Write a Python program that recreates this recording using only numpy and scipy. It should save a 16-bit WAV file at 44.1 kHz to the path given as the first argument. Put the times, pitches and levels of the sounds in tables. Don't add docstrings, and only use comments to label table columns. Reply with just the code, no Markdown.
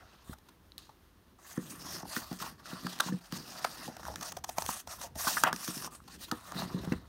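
import sys
import numpy as np
from scipy import signal
from scipy.fft import rfft, irfft
from scipy.io import wavfile

SR = 44100
rng = np.random.default_rng(int(sys.argv[2]) if len(sys.argv) > 2 else 0)


def waveform_to_disk(signal):
    frames = np.transpose(np.atleast_2d(signal))
    scaled = np.clip(frames, -1, 1) * 32767
    samples = np.round(scaled).astype(np.int16)
    wavfile.write(sys.argv[1], SR, samples)


N = 312228

# (frequency [Hz], level [dB per Hz])
ROOM_SPECTRUM = [(15, -57), (25, -44), (43, 2.5), (65, -4.5), (131, -17.5), (321, -9.5), (358, -9.5),
                 (496, -16), (809, -18.5), (1060, -15), (1320, -18), (3810, -25), (7510, -31), (15200, -30),
                 (16500, -43)]
# (time [s], hiss level [dB])
STROKE_CURVES = [
    [(0.0, -66), (0.052, -67), (0.239, -68)],
    [(0.243, -71.5), (0.339, -58.5), (0.343, -79)],
    [(0.782, -56.5), (0.798, -58), (0.93, -76.5)],
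    [(1.385, -72.5), (1.477, -57.5), (1.568, -59.5), (1.592, -63.5), (1.716, -54), (1.772, -62.5),
     (1.788, -59)],
    [(1.792, -63), (1.824, -50), (1.948, -44), (2.023, -51.5), (2.039, -65)],
    [(2.047, -67), (2.095, -51.5), (2.155, -43.5), (2.275, -55.5), (2.327, -53), (2.355, -58), (2.383, -62)],
    [(2.387, -58), (2.415, -46.5), (2.494, -48.5), (2.534, -68), (2.566, -77)],
    [(2.578, -74), (2.594, -60.5), (2.63, -66), (2.666, -52), (2.726, -50.5), (2.774, -54.5),
     (2.929, -48.5), (2.949, -57)],
    [(2.953, -56), (3.005, -49), (3.081, -45), (3.105, -54), (3.173, -62), (3.197, -64)],
    [(3.209, -65), (3.233, -67), (3.245, -59), (3.304, -63), (3.332, -45), (3.372, -45.5), (3.384, -54.5),
     (3.652, -48.5), (3.732, -53.5), (3.867, -49.5), (3.883, -54)],
    [(3.887, -64), (3.907, -59), (4.031, -62), (4.071, -50), (4.147, -61)],
    [(4.159, -58), (4.198, -58.5), (4.262, -44), (4.31, -51.5), (4.33, -69), (4.39, -58), (4.398, -81)],
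    [(4.45, -80), (4.486, -60), (4.558, -66), (4.578, -47), (4.665, -53), (4.697, -43), (4.801, -50.5),
     (4.837, -80)],
    [(4.869, -63), (4.913, -46), (4.977, -60), (5.033, -46.5), (5.068, -55.5), (5.096, -80)],
    [(5.148, -69), (5.156, -57), (5.192, -42.5), (5.292, -37), (5.42, -45.5), (5.432, -48)],
    [(5.44, -49), (5.472, -34), (5.519, -61)],
    [(5.527, -54.5), (5.695, -43.5), (5.811, -48.5), (5.835, -47), (5.867, -45.5), (5.887, -72)],
    [(5.907, -63), (5.954, -53), (6.01, -83), (6.026, -71)],
    [(6.038, -67), (6.05, -71), (6.154, -53.5), (6.178, -69), (6.21, -49.5), (6.242, -46.5), (6.27, -61),
     (6.29, -55.5)],
    [(6.314, -56.5), (6.425, -63.5), (6.465, -55.5), (6.517, -56.5)],
    [(6.521, -60.5), (6.593, -40.5), (6.653, -54), (6.908, -57.5), (6.924, -54), (6.964, -66), (7.048, -71),
     (7.072, -70)],
]
# (favoured band [Hz], that band re hiss [dB],
# top re hiss [dB], sheet body re hiss at a middling level [dB])
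SHEET_BENDS = [(4200, -21, -15, 0.5), (3750, 11, 3.5, 2), (4050, 2, -6, -11), (6170, -8, 1.5, -0.5),
               (5400, 5, -5, -2), (4500, -2, -1, -1.5), (4670, -9, -3, -2), (4540, -3, -7, .5),
               (3950, -10, -4, -1), (4780, -2, -4, -2), (5600, -3, -4.5, 2), (6270, -1.5, -2.5, -1.5),
               (6140, -7, 3, -2.5), (5850, -1, .5, -1.5), (5780, -2.5, 1, -3), (2700, 10, -11, 11),
               (5650, 0.5, 0, -4), (8600, 3, -1, -5.5), (4440, -15, -2.5, -9), (3830, -4, -1, 2),
               (4050, -1, -6.5, 3)]
# (frequency [Hz], level [dB per Hz])
HISS_SPECTRUM = [(1060, -4), (1800, -3), (2190, -10), (2440, -1), (3030, -5.5), (3810, -5.5), (4110, -6),
                 (5580, -5.5), (7430, -7.5), (8460, -7), (10600, -11.5), (12700, -11.5), (15200, -13.5),
                 (16000, -13), (16500, -36)]
# (frequency [Hz], width before widening [Hz], level [dB])
SHEET_MODES = [(666, 145, -2), (950, 130, -6.5), (1130, 130, 0.5), (1377, 135, -4.5), (1780, 300, -6)]
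# (time [s], cover rumble level [dB])
BOOK_MOVES = [(0.0, -71), (1.47, -69), (1.65, -51), (2.0, -52), (2.31, -68), (2.43, -50.5), (2.6, -62),
              (2.76, -54), (3.15, -53), (3.25, -75), (3.38, -47.5), (3.5, -56), (4.02, -59), (4.2, -56),
              (4.59, -67), (4.83, -67), (4.97, -61), (5.24, -57.5), (5.5, -47), (5.7, -72), (5.83, -45.5),
              (6.03, -68), (6.13, -57), (6.43, -68), (6.61, -43), (6.78, -41.5), (6.97, -60), (7.08, -64.5)]
# (time [s], level [dB])
DEEP_RUMBLE = [(0.0, -70), (0.28, -68), (0.31, -45), (0.36, -68), (1.32, -68.5), (2.2, -64), (3.2, -76),
               (3.98, -64.5), (4.1, -49.5), (4.22, -63), (4.69, -54), (4.8, -70), (5.15, -57), (5.6, -74.5),
               (6.5, -59.5), (6.78, -54), (7.08, -58)]
# (frequency [Hz], level [dB], time to fade by 60 dB before any damping [s])
COVER_MODES = [(181.4, -6.5, 0.13), (242.4, -0.5, 0.061), (306.7, -1, 0.05), (381.3, -12, 0.11),
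               (492, -7, 0.067), (805, -45, 0.021), (1284, -26, 0.09), (1750, 2.5, 0.02)]
# (time [s], ring peak [dB], sheet pitch [Hz],
# time for the creeping push to fade by 60 dB [s], slip peak [dB], slip length [ms])
BUCKLES = [(0.221, -60, 950, 0.03, -57, 11), (0.330, -39, 1030, 0.03, -54, 13.5),
           (0.384, -58, 641, .05, -50.5, 6.2), (0.485, -51.5, 1080, 0.062, -48, 14),
           (0.892, -43.5, 814, 0.034, -54, 8.3), (1.388, -51, 980, 0.051, -64, 5.5),
           (1.574, -37.5, 1200, 0.046, -41.5, 6), (2.029, -35, 850, .058, -48, 3.8),
           (2.053, -37, 710, .05, -49, 5.6), (2.164, -23, 1450, 0.079, -27, 4.8),
           (2.31, -37.5, 760, 0.043, -40.5, 14), (2.401, -34.5, 1240, 0.1, -35, 5.5),
           (2.422, -30, 1096, 0.14, -33, 6.2), (2.462, -36, 1020, .097, -45, 7.9),
           (2.656, -39, 1490, .05, -42, 4), (2.866, -26.5, 1190, 0.025, -30, 7.5),
           (2.988, -50, 1220, 0.018, -32, 4), (2.999, -15, 1180, 0.061, -18.5, 10.6),
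           (3.005, -38, 1290, 0.013, -16.5, 3.4), (3.084, -30.5, 1030, .043, -43, 10),
           (3.323, -35, 1340, 0.049, -28.5, 3.6), (3.643, -25, 1790, .04, -27, 8.1),
           (3.647, -18, 714, 0.026, -29, 6), (3.878, -34, 653, .15, -35, 3.3),
           (3.966, -38.5, 610, 0.036, -36.5, 5), (3.995, -39, 650, .039, -50, 6.7),
           (4.03, -38, 925, 0.018, -45, 6.3), (4.052, -32, 1320, .029, -33, 2.3),
           (4.066, -34.5, 870, 0.048, -49, 5.3), (4.082, -28.5, 774, 0.074, -44, 5),
           (4.096, -36, 630, 0.11, -50, 14), (4.115, -41, 851, 0.094, -48, 5.1),
           (4.139, -38, 676, .059, -40, 3.3), (4.158, -33.5, 1780, 0.042, -26, 2.1),
           (4.209, -51, 1000, .05, -31.5, 6.7), (4.225, -45.5, 1210, 0.13, -29, 11.4),
           (4.319, -43.5, 870, 0.12, -31, 9), (4.367, -32.5, 590, 0.04, -31, 8.8),
           (4.439, -32, 800, 0.038, -28.5, 11.8), (4.49, -30.5, 610, 0.031, -29, 11),
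           (4.57, -41, 726, 0.053, -45, 4.2), (4.582, -19, 746, 0.029, -21, 5.7),
           (4.621, -30.5, 680, 0.025, -25, 4.1), (4.662, -48, 890, .045, -23.5, 3.6),
           (4.69, -22, 930, 0.04, -37, 4.8), (4.873, -36.5, 685, 0.049, -33.5, 5.8),
           (5.013, -43, 683, .037, -31, 6.3), (5.035, -36, 696, 0.18, -58, 8.9),
           (5.154, -38, 655, 0.22, -38.5, 8), (5.267, -19.5, 1130, 0.083, -44, 25),
           (5.368, -20, 1350, 0.054, -46, 8), (5.436, -8, 1220, 0.063, -12.5, 3.5),
           (5.448, -20, 1510, 0.047, -39, 4.9), (5.462, -32, 890, 0.095, -37, 4.6),
           (5.475, -23.5, 660, 0.11, -32.5, 8.2), (5.486, -28, 930, 0.037, -40, 5),
           (5.528, -19, 1400, 0.036, -22, 3.8), (5.561, -42, 1800, 0.054, -29.5, 5),
           (5.678, -45, 1130, 0.063, -22, 2.5), (5.822, -36.5, 1130, 0.052, -33, 4.4),
           (5.845, -36, 1180, 0.081, -29, 3), (5.874, -33, 947, 0.069, -46, 5),
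           (6.002, -45, 1090, .03, -60, 3.5), (6.076, -45, 1060, 0.2, -44.5, 15),
           (6.283, -46, 1055, 0.19, -46, 4), (6.313, -23.5, 1290, 0.076, -22.5, 5.7),
           (6.321, -28.5, 890, 0.075, -42, 4.7), (6.834, -42.5, 630, 0.078, -51, 2.5),
           (6.848, -45, 626, 0.057, -41, 6.5), (6.921, -29, 2000, 0.069, -32.5, 8.8),
           (6.934, -40, 780, 0.065, -47, 6.6)]
# (time [s], peak [dB], share of the upper modes [0-1],
# damping by the hand [divides the fade time])
COVER_TAPS = [(0.292, -35, 0.53, 0.92), (1.575, -22, 0.46, 0.81), (2.03, -35, 0.42, 1.1),
              (2.166, -29, 0.98, 0.77), (2.311, -29, 0.46, 0.62), (2.728, -32, 0.47, 1.15),
              (2.845, -29.5, 0.4, 0.54), (3.059, -34, 0.3, 0.61), (3.091, -32, 0.13, 0.51),
              (3.12, -25.5, 1, 0.69), (3.134, -28.5, 0.15, 1.2), (3.324, -29, 0.35, 0.99),
              (3.882, -33, 0.63, 0.8), (4.579, -35, 0.4, 1.7), (4.685, -35, 0.48, 1.1),
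              (5.157, -40, 0.5, 1.2), (5.268, -32.5, 0.6, 0.79), (5.436, -33, 1, 0.5),
              (5.527, -33, 0.3, 0.76), (5.682, -28.5, 0.5, 0.69), (5.766, -35, 0.55, 1.1),
              (6.319, -25.5, 1, 0.66), (6.551, -36.5, 0.12, 1.1), (6.621, -36.5, 0.03, 0.95),
              (6.742, -24.5, 0.25, 1.4), (6.871, -27, 0.2, 1.2), (6.917, -18, 0.55, 0.85)]
# (time [s], ring level [dB], broad crack re ring [dB])
DRY_CLICKS = [(0.72, -38.5, -18), (0.7805, -30.5, 2)]
# (frequency [Hz], width [Hz], depth [0-1])
HOUSING_DIPS = [(2350, 650, 0.36), (7600, 760, 0.49), (10600, 320, 0.73)]

ROOM_DB = -65
EDGE_S, STOP_S = 0.0013, 0.018
TOP_FROM_HZ = 6720
BODY_FOLLOWS, MIDDLING_DB = 0.74, -53
ROUGHNESS = 0.45
SUDDEN_MS = 5.5
CLICK_HZ, CLICK_T60_S = 4020, 0.0065
CUTOFF_HZ = 16100


def from_db(db):
    return 10 ** (np.asarray(db) / 20)


def rms_one(x):
    return x / np.sqrt(np.mean(x ** 2) + 1e-20)


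def in_time(rows):
    return np.interp(np.arange(N) / SR, *np.transpose(rows))


def butter_filter(x, order, hz, kind):
    return signal.sosfilt(signal.butter(order, hz, kind, fs=SR, output="sos"), x)


def drift(rate_hz):
    r = np.exp(-80 * np.pi * rate_hz / SR)
    noise = rng.standard_normal(N // 40 + 2002)
    slow = signal.lfilter([1], [1, -2 * r, r * r], noise)[2000:]
    return np.interp(np.arange(N) / 40, np.arange(len(slow)), rms_one(slow))


def colour(x, spectrum):
    hz = np.maximum(np.fft.rfftfreq(N, 1 / SR), 1)
    table_hz, table_db = np.transpose(spectrum)
    gain = from_db(np.interp(np.log(hz), np.log(table_hz), table_db))
    return irfft(rfft(x) * gain, N)


def ring(x, hz, t60):
    r, w = from_db(-60 / (t60 * SR)), 2 * np.pi * hz / SR
    return signal.lfilter([0, np.sin(w)], [1, -2 * r * np.cos(w), r * r], x + 1e-18)


def resonance(x, hz, width_hz):
    r = np.exp(-np.pi * width_hz / SR)
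    feedback = [1, -2 * r * np.cos(2 * np.pi * hz / SR), r * r]
    return signal.lfilter(np.array([1, 0, -1]) * (1 - r * r) / 2, feedback, x)


def add(out, s, sound):
    at = round(s * SR)
    out[at:at + len(sound)] += sound[:N - at]


def crack(noise, length_s):
    progress = np.clip(np.arange(len(noise)) / SR / length_s, 0, 1)
    burst = noise * np.sin(np.pi * progress ** .75)
    return burst / np.abs(burst).max()


def slips(per_s, spread_db, clump_db):
    unevenness = from_db(spread_db * np.minimum(rng.exponential(1, N), 5))
    sizes = unevenness * rng.standard_normal(N)
    happens = rng.random(N) < per_s / SR
    return rms_one(sizes * happens * from_db(clump_db * drift(33.0)))


def low_cut(x):
    return butter_filter(x, 4, 125, "high")


def room_hum():
    level_db = ROOM_DB + 1.0 * drift(5)
    return from_db(level_db) * rms_one(colour(rng.standard_normal(N), ROOM_SPECTRUM))


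def walls(x, t60, dull_hz):
    t = np.arange(int(.4 * SR)) / SR
    tail = rng.standard_normal(len(t)) * from_db(-60 * t / t60) * (t > .006)
    tail = signal.lfilter(*signal.butter(1, dull_hz, fs=SR), tail)
    return signal.fftconvolve(x, tail / np.sqrt(np.sum(tail ** 2)))[:N]


def patchy(x, patchy_db):
    edges = np.geomspace(1500, 16500, num=15)
    out = np.zeros(N)
    for band in zip(edges, edges[1:]):
        band_filter = signal.butter(2, band, "band", fs=SR, output="sos")
        out += from_db(patchy_db * drift(15.8)) * signal.sosfiltfilt(band_filter, x)
    return out


def sheet_body(drive):
    body = np.zeros(N)
    for k, (hz, width_hz, db) in enumerate(SHEET_MODES):
        wide_hz = 2.03 * width_hz
        mode = resonance(resonance(drive, hz, wide_hz), hz, wide_hz)
        body += (-1) ** k * from_db(db + 2.2 * drift(9.4)) * mode
    return rms_one(body)


def strokes():
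    fine = slips(per_s=24000, spread_db=0.0, clump_db=2.0)
    crackle = slips(per_s=200, spread_db=6.0, clump_db=5.5)
    hiss = patchy(colour(fine + from_db(-15) * crackle, HISS_SPECTRUM), patchy_db=2.5)
    top = signal.sosfiltfilt(signal.butter(4, TOP_FROM_HZ, "high", fs=SR, output="sos"), hiss)
    low, top = rms_one(hiss - top), rms_one(top)
    coarse = slips(per_s=4000, spread_db=2.0, clump_db=3.0)
    body = sheet_body(coarse + from_db(-14.5) * crackle)
    out = np.zeros(N)
    for rows, (hz, band_db, top_db, body_db) in zip(STROKE_CURVES, SHEET_BENDS):
        start, end = rows[0][0], rows[-1][0]
        at = np.arange(round(start * SR), min(round((end + STOP_S) * SR), N))
        t = at / SR
        fade_in = np.clip((t - start) / EDGE_S, 0, 1)
        fade_out = np.clip((end + STOP_S - t) / STOP_S, 0, 1)
        level_db = np.interp(t, *np.transpose(rows))
        band = rms_one(resonance(hiss[at], hz, 0.2 * hz))
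        bright = rms_one(low[at] + from_db(band_db) * band) + from_db(top_db) * top[at]
        body_gain = from_db(body_db + (BODY_FOLLOWS - 1) * (level_db - MIDDLING_DB))
        out[at] += fade_in * fade_out * from_db(level_db) * (bright + body_gain * body[at])
    return out


def rubbing():
    push = slips(per_s=2500, spread_db=0.5, clump_db=3.5)
    push = signal.lfilter(*signal.butter(1, 300, fs=SR), push)
    rumble = low_cut(sum(from_db(db) * ring(push, hz, 0.45 * t60) for hz, db, t60 in COVER_MODES))
    deep = butter_filter(rng.standard_normal(N), 2, [52, 100], "band")
    cover_gain = from_db(in_time(BOOK_MOVES))
    deep_gain = from_db(in_time(DEEP_RUMBLE) + 3.5 * drift(11))
    return cover_gain * rms_one(rumble) + deep_gain * rms_one(deep)


def favoured_hz(s):
    starts = [rows[0][0] for rows in STROKE_CURVES]
    return SHEET_BENDS[max(np.searchsorted(starts, s) - 1, 0)][0]


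def snaps():
    out, draws = np.zeros(N), rng.standard_normal((len(BUCKLES), 6000))
    hiss = butter_filter(colour(rng.standard_normal(N), HISS_SPECTRUM), 1, 600, "high")
    t = np.arange(6000) / SR
    modes = ((.74, -1.1 * ROUGHNESS), (1, 1), (1.33, -1.5 * ROUGHNESS))
    for (s, peak_db, hz, t60, slip_db, length_ms), draw in zip(BUCKLES, draws):
        t60, length_s = np.clip(t60, .008, .2), length_ms / 1000
        sudden = min(SUDDEN_MS / length_ms, 1)
        swell = np.clip(sudden + 2 * t / length_s, 0, 1)
        creep = 1.05 * ROUGHNESS * draw * swell * from_db(-60 * t / t60)
        push = creep + .5 * crack(draw, length_s)
        push[:22] += sudden ** 2 * np.hanning(22)
        tone = sum(gain * ring(push, hz * ratio, 0.16 * t60) for ratio, gain in modes)
        tone = butter_filter(tone, 2, [450, 2600], "band")
        scrap, slip_hz = np.roll(hiss, -round(s * SR))[:6000], favoured_hz(s)
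        slip = crack(0.57 * scrap + resonance(scrap, slip_hz, 0.1 * slip_hz), length_s)
        add(out, s, from_db(peak_db) * tone / np.abs(tone).max() + from_db(slip_db) * slip)
    return out


def thumps():
    out, push = np.zeros(N), np.zeros(12000)
    push[:110] = np.hanning(110)
    push[60:76] += 1.2 * np.hanning(16)
    spread_db = 2.0 * rng.standard_normal((len(COVER_TAPS), len(COVER_MODES)))
    for (s, peak_db, upper, damping), spread in zip(COVER_TAPS, spread_db):
        modes = np.array([from_db(db) * ring(push, hz, t60 / damping) for hz, db, t60 in COVER_MODES])
        shares = np.r_[1 - upper, np.full(len(COVER_MODES) - 1, upper)]
        knock = low_cut((from_db(spread) * shares) @ modes)
        add(out, s + 0.00219, from_db(peak_db) * knock / np.abs(knock).max())
    return out


def clicks():
    out, draws = np.zeros(N), rng.standard_normal((len(DRY_CLICKS), 2000))
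    tick = ring(np.arange(2000) == 0, CLICK_HZ, CLICK_T60_S)
    for (s, peak_db, crack_db), draw in zip(DRY_CLICKS, draws):
        noise = crack(np.diff(draw, prepend=0), length_s=0.0026)
        add(out, s, from_db(peak_db) * (tick + from_db(crack_db) * noise))
    return out


def scene():
    book = strokes() + rubbing() + snaps() + thumps() + clicks()
    room = room_hum()
    echo = from_db(-22.5) * walls(book, t60=0.24, dull_hz=4000)
    return (book + echo + room)[None]


def record(dry):
    for hz, width_hz, depth in HOUSING_DIPS:
        dry = dry - depth * resonance(dry, hz, width_hz)
    return signal.sosfilt(signal.cheby2(22, 60, CUTOFF_HZ, fs=SR, output="sos"), dry)


dry = scene()
out = record(dry)
waveform_to_disk(out)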